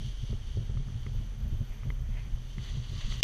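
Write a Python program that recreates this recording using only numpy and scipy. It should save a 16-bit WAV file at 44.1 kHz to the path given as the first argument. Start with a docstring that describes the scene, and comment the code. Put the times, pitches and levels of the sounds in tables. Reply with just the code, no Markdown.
"""A low wavering rumble and an airy rush are heard first: wind shakes a cased camera on its mount and blows past it.
The mount is a frequency-modulated sine with noise, plus jolts and ticks that are impacts ringing damped modes.
Rush and fabric are coloured noise with random grains; the fabric swells as a paraglider wing sinks onto grass.
A hard knock on the case comes near the end, over faint field ambience and thin top hiss; a limiter ducks around it."""
import sys
import numpy as np
from scipy import signal
from scipy.fft import rfft, irfft
from scipy.io import wavfile
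from scipy.ndimage import uniform_filter1d, minimum_filter1d

SR = 44100
rng = np.random.default_rng(int(sys.argv[2]) if len(sys.argv) > 2 else 0)


def persist_wave(psi):
    """Save psi, clipped to +-1, as 16-bit WAV."""
    counts = np.round(np.clip(psi, -1, 1) * 32767).astype(np.int16)
    wavfile.write(sys.argv[1], SR, np.atleast_2d(counts).T)


N = 142443
TIME = np.arange(N) / SR  # s
HZ = np.maximum(np.arange(N // 2 + 1) * SR / N, 1)  # bin frequencies, held at 1 Hz or more


def amp(db):
    """Decibel law: the amplitude ratio is 10 to the power dB/20."""
    return 10 ** (np.asarray(db) / 20)


def rms_one(x):
    """Power normalisation: scale a signal to rms 1."""
    return x / np.sqrt(np.mean(x ** 2) + 1e-20)


def curve(rows):
    """Amplitude envelope: levels interpolated linearly in dB over time, as gain."""
    return amp(np.interp(TIME, *np.transpose(rows)))


def drift(rate):
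    """Low-pass random process: noise falling off above the rate in Hz, rms 1."""
    spectrum = rfft(rng.standard_normal(N))
    return rms_one(irfft(spectrum / (1 + (HZ / rate) ** 2), N))


def coloured(source, spectrum, patchy_db, rate):
    """Spectral shaping: filter a source, then modulate its half-octave-spaced bands at random; rms 1."""
    hz, db = np.transpose(spectrum)
    octave, low, high = np.log2(HZ), np.log2(hz[0]), np.log2(hz[-1])
    # beyond the table the spectrum falls by 40 dB per octave
    outside = np.maximum(low - octave, 0) + np.maximum(octave - high, 0)
    shaped = rfft(source) * amp(np.interp(octave, np.log2(hz), db) - 40 * outside)
    together = drift(rate)
    out = 0
    for centre in np.arange(low - 1, high + 1, .5):
        share = np.clip(1 - 2 * np.abs(octave - centre), 0, 1)  # overlapping triangular bands
        flicker = amp(patchy_db * (0.58 * together + drift(rate)))  # partly common to all bands
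        out = out + irfft(shaped * share, N) * flicker
    return rms_one(out)


def evened(x, span_s):
    """Automatic gain: reduce the power swells of a noise that are slower than the span; rms 1."""
    power = uniform_filter1d(x ** 2, size=int(span_s * SR))
    return rms_one(x / np.sqrt(power + 0.099))


def struck(events, modes, contact_s, spread_db):
    """Modal synthesis: each half-sine contact rings damped resonators, with random strength per mode."""
    s, db, *dull = np.transpose(events)  # the optional third column dulls the event
    chance = rng.standard_normal((len(s), len(modes)))
    contact = np.sin(np.linspace(0, np.pi, max(int(contact_s * SR), 1) + 2)[1:-1])
    out = np.zeros(N)
    for k, (hz, mode_db, t60) in enumerate(modes):
        clicks = np.full(N, 1e-18)
        loss_db = sum(dull) * max(np.log2(hz / modes[1][0]), 0)  # per octave above the second mode
        clicks[(s * SR).astype(int)] = amp(db + mode_db - loss_db + spread_db * chance[:, k])
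        radius = amp(-60 / (t60 * SR))  # 60 dB of decay in t60
        angle = 2 * np.pi * hz / SR
        out += signal.lfilter([0, np.sin(angle)], [1, -2 * radius * np.cos(angle), radius * radius], clicks)
    return signal.lfilter(contact / contact.sum(), 1, out)


def crinkle(per_s):
    """Random impulse train: sparse grains of uneven strength at a mean rate per second, rms 1."""
    present = rng.random(N) < per_s / SR
    return rms_one(present * rng.standard_normal(N) * rng.exponential(1, N))


def mount_sway():
    """Frequency modulation: a slow rocking of the mount as a wavering sine joined by low noise."""
    # rocking envelope: t/s, level/dB
    sway_level = [(0.0, -33), (0.07, -39.5), (0.1, -35), (0.13, -38.5), (0.34, -33), (0.44, -46),
                  (0.48, -35), (0.69, -38), (0.72, -33.5), (0.83, -33.5), (0.88, -42.5), (1.03, -37),
                  (1.07, -44.5), (1.19, -30), (1.23, -37), (1.33, -33.5), (1.36, -43), (1.41, -32.5),
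                  (1.63, -35.5), (1.67, -47), (1.71, -31), (1.75, -44), (1.8, -34), (1.86, -44),
                  (1.9, -31.5), (2.08, -34.5), (2.13, -30.5), (2.31, -42.5), (2.34, -26), (2.38, -41.5),
                  (2.51, -39.5), (2.57, -37.5), (2.68, -41.5), (2.72, -32.5), (2.75, -41), (3.02, -39.5),
                  (3.05, -30.5), (3.1, -35), (3.14, -37.5), (3.2, -37)]
    # noise spectrum of the rocking: f/Hz, level per Hz/dB
    sway_colour = [(15, 6), (26, -1), (40, -4.5), (52, -21.5), (65, 0)]
    centre_hz, wander_hz, noise_db = 38.14, 6, -5.5
    hz = centre_hz + wander_hz * drift(12.15)
    swing = np.sqrt(2) * np.sin(2 * np.pi * np.cumsum(hz) / SR)
    noise = coloured(rng.standard_normal(N), sway_colour, patchy_db=2.0, rate=3.3)
    return curve(sway_level) * (swing + amp(noise_db) * noise)


def mount_shake():
    """Band-shaped noise: faster lumpy shaking of the mount, its chance swells reduced under an envelope."""
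    # shaking envelope: t/s, level/dB
    shake_level = [(0.0, -38.5), (0.07, -33.5), (0.11, -47), (0.18, -54.5), (0.24, -31.5), (0.28, -69),
                   (0.3, -31.5), (0.34, -31.5), (0.37, -43.5), (0.54, -44.5), (0.58, -28), (0.68, -46),
                   (0.7, -32), (0.73, -40), (0.76, -30.5), (0.8, -33), (0.85, -49), (0.88, -34),
                   (0.92, -42), (0.96, -31), (1.01, -44.5), (1.1, -37), (1.21, -35), (1.29, -50.5),
                   (1.47, -33), (1.51, -43.5), (1.53, -29.5), (1.59, -41.5), (1.61, -28), (1.62, -28),
                   (1.65, -47.5), (1.81, -46.5), (1.87, -30.5), (1.97, -46), (2.02, -36), (2.08, -50),
                   (2.09, -38), (2.32, -43.5), (2.36, -40.5), (2.55, -49.5), (2.58, -31.5), (2.66, -49),
                   (2.79, -31), (2.85, -44), (2.89, -52), (2.9, -35), (2.99, -37), (3.02, -58), (3.05, -39),
                   (3.2, -38.5)]
    # shaking spectrum: f/Hz, level per Hz/dB
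    shake_colour = [(32, -34), (55, -10), (65, -3.5), (124, 3.5), (138, -3.5), (167, -21.5), (214, -10.5),
                    (275, -37), (316, -33.5), (410, -30), (472, -42), (600, -37), (780, -51), (1320, -120)]
    noise = coloured(rng.standard_normal(N), shake_colour, patchy_db=0.55, rate=41)
    return curve(shake_level) * evened(noise, span_s=0.0314)


def mount_jolts():
    """Impulse response: single jolts and many small random ones ring the modes of the mount."""
    # single jolts: t/s, strike level/dB
    jolts = [(0.033, -65), (0.223, -56), (0.293, -42), (0.329, -34.5), (0.572, -32.5), (0.696, -39),
             (0.741, -43), (1.065, -36.5), (1.149, -42), (1.447, -65), (1.537, -43), (1.589, -63),
             (1.862, -40.5), (1.902, -41), (2.581, -61), (2.684, -52), (2.771, -39), (2.933, -39)]
    # mount resonances: f/Hz, level/dB, 60 dB decay time/s
    mount_modes = [(83.5, 9, 0.052), (119, -7, 0.089), (226, -8.5, 0.12), (304, -8, .03),
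                   (400, -4.5, 0.041), (527, -12, 0.024), (820, -13, 0.019)]
    small_per_s, small_db, small_spread_db = 21, -53.5, 4.4
    when = np.flatnonzero(rng.random(N) < small_per_s / SR) / SR
    small = np.column_stack([when, small_db + small_spread_db * rng.standard_normal(len(when))])
    return struck(np.vstack([jolts, small]), mount_modes, contact_s=0.001, spread_db=1.5)


def loose_ticks():
    """Impact excitation: brief contacts of a loose part ring its higher modes."""
    # ticks: t/s, strike level/dB, loss above the second mode/dB per octave (negative brightens)
    ticks = [(.3295, -41, 17), (.7721, -38, 16), (.885, -42, 20), (1.0652, -40, -5.5), (1.8332, -40, 4),
             (1.9036, -43, -12.5), (2.583, -44, -10), (3.009, -45, 6), (3.1236, -34.5, 7)]
    # resonances of the loose part: f/Hz, level/dB, 60 dB decay time/s
    tick_modes = [(620, -14, 0.021), (1260, -4, 0.015), (2080, -3.5, 0.021), (2170, -4.5, 0.016),
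                  (2670, -12, 0.009), (3100, -10, 0.013)]
    return struck(ticks, tick_modes, contact_s=.0003, spread_db=2.5)


def case_knock():
    """Impact excitation: a cluster of very short contacts rings the stiff, heavily damped case."""
    # contacts before limiting: t/s, strike level/dB
    contacts = [(3.2288, -24), (3.22905, -11), (3.22940, 6), (3.22976, 2.5)]
    # case resonances: f/Hz, level/dB, 60 dB decay time/s
    case_modes = [(875, -31, 0.0069), (3130, 0, 0.0087), (5220, -7.5, 0.01), (7400, -15, 0.0059),
                  (10500, -27, .002), (14300, -26, .001)]
    return -struck(contacts, case_modes, contact_s=.00003, spread_db=0)


def fabric_landing():
    """Friction noise: the wing's edge drags and folds on the grass as hiss with crisp grain."""
    # sliding and crumpling envelope: t/s, level/dB
    landing_level = [(2.5, -94), (2.58, -59.5), (2.65, -50.5), (2.68, -52), (2.72, -52.5), (2.81, -56.5),
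                     (2.85, -53), (2.87, -54), (2.93, -52), (2.97, -50.5), (3.0, -48), (3.012, -45.5),
                     (3.04, -49), (3.09, -49.5), (3.115, -44), (3.14, -45.5), (3.17, -49.5), (3.19, -48),
                     (3.23, -45.5)]
    # fabric spectrum: f/Hz, level per Hz/dB
    landing_colour = [(470, -39), (800, -22), (1170, -6.5), (1270, -16.5), (1710, -12), (2010, -6.5),
                      (2270, -15.5), (2600, -10.5), (2970, 0), (3200, -1), (3990, -7), (4620, -5.5),
                      (5160, -18.5), (6130, -7.5), (6680, -15.5), (7930, -24.5), (11300, -31.5),
                      (12300, -37), (15000, -46)]
    grains_per_s, grain_db = 1500, -10.5
    source = rng.standard_normal(N) + amp(grain_db) * crinkle(grains_per_s)
    return curve(landing_level) * coloured(source, landing_colour, patchy_db=1.1, rate=29)


def air_rush():
    """Turbulence noise: wind reaches the microphone through the case, with a fine fabric grain."""
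    # rush envelope: t/s, level/dB
    rush_level = [(0, -52.5), (.05, -53), (.14, -56.5), (.3, -55), (.41, -61), (.49, -56), (.58, -59),
                  (.8, -61.5), (.96, -60), (1.2, -60.5), (1.28, -63), (1.6, -62.5), (1.9, -63),
                  (2.0, -66.5), (2.2, -61), (2.28, -63), (2.38, -62), (2.46, -61), (2.53, -57.5),
                  (2.7, -68)]
    # rush spectrum through the case: f/Hz, level per Hz/dB
    rush_colour = [(1350, -30), (2300, -15.5), (2610, -17.5), (2820, -7.5), (3120, -2), (3740, -10),
                   (4010, -15), (4550, -10), (5040, -19), (6180, -11), (6580, -18.5), (6900, -26),
                   (7290, -26.5), (8200, -28), (8660, -28), (9970, -25), (10800, -36), (14200, -35),
                   (15000, -37)]
    grains_per_s, grain_db = 2800, -8
    source = rng.standard_normal(N) + amp(grain_db) * crinkle(grains_per_s)
    return curve(rush_level) * coloured(source, rush_colour, patchy_db=0.48, rate=36)


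def fabric_rustles():
    """Amplitude modulation: Gaussian swells shape a duller, grainy fabric noise."""
    # rustles: t/s, level/dB, Gaussian standard deviation/s
    swells = [(1.727, -60, 0.03), (1.826, -63.5, .03), (2.11, -65, .03), (2.182, -56, 0.024),
              (2.247, -64, 0.037), (2.683, -60, 0.034), (3.02, -54, 0.025), (3.14, -61, .03)]
    # dull fabric spectrum: f/Hz, level per Hz/dB
    rustle_colour = [(600, -6), (1200, -10), (1600, -12.5), (2050, -3.5), (2600, -6), (4000, -42)]
    envelope = sum(amp(db) * np.exp(-.5 * ((TIME - s) / length) ** 2) for s, db, length in swells)
    source = rng.standard_normal(N) + 0.55 * crinkle(4000)
    return envelope * coloured(source, rustle_colour, patchy_db=-1.5, rate=19)


def field_ambience():
    """Stationary noise: the distant field as a steady, gently flickering coloured noise."""
    # field spectrum: f/Hz, level per Hz/dB
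    field_colour = [(250, -0.5), (356, -10.5), (395, -7.5), (568, -11), (927, -13), (1840, -14),
                    (2460, -16.5), (2680, -19), (3400, -25), (5200, -28), (5800, -24), (6050, -15.5),
                    (6500, -23), (8000, -32.5), (9600, -29.5), (12000, -36.5)]
    return amp(-59.5) * coloured(rng.standard_normal(N), field_colour, patchy_db=-0.4, rate=24)


def top_hiss():
    """Narrow-band noise: a thin high hiss whose level rises and falls."""
    # hiss envelope: t/s, level/dB
    hiss_level = [(0.05, -94), (0.06, -82), (0.62, -86), (0.67, -77), (0.73, -111), (0.9, -75), (0.94, -88),
                  (1.04, -79), (1.09, -88), (1.15, -73.5), (1.37, -82), (1.45, -73), (2.95, -82),
                  (3.2, -74)]
    # hiss spectrum: f/Hz, level per Hz/dB
    hiss_colour = [(12000, -13.5), (12900, -4), (13500, -2), (13900, -17.5), (15000, -17.5)]
    return curve(hiss_level) * coloured(rng.standard_normal(N), hiss_colour, patchy_db=3.0, rate=30)


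def scene():
    """Superposition: the pressures of all sources add at one microphone."""
    mount = mount_sway() + mount_shake() + mount_jolts()
    impacts = loose_ticks() + case_knock()
    fabric = fabric_landing() + fabric_rustles()
    air = air_rush() + field_ambience() + top_hiss()
    return (mount + impacts + fabric + air)[None]


def record(dry):
    """Peak limiting: a look-ahead gain ducks the sound around loud peaks, then a low-pass cuts the top."""
    ceiling, look_ahead_s, cutoff_hz = 0.67, 0.0195, 15000
    ahead = int(look_ahead_s * SR)
    need = np.minimum(1, ceiling / (np.abs(dry) + 1e-9))
    gain = minimum_filter1d(need, size=2 * ahead + 1, mode="nearest")  # held before and after each peak
    limited = dry * uniform_filter1d(gain, size=45)
    low_pass = signal.ellip(10, .5, 70, cutoff_hz, fs=SR, output="sos")
    return signal.sosfilt(low_pass, limited)


dry = scene()
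out = record(dry)
persist_wave(out)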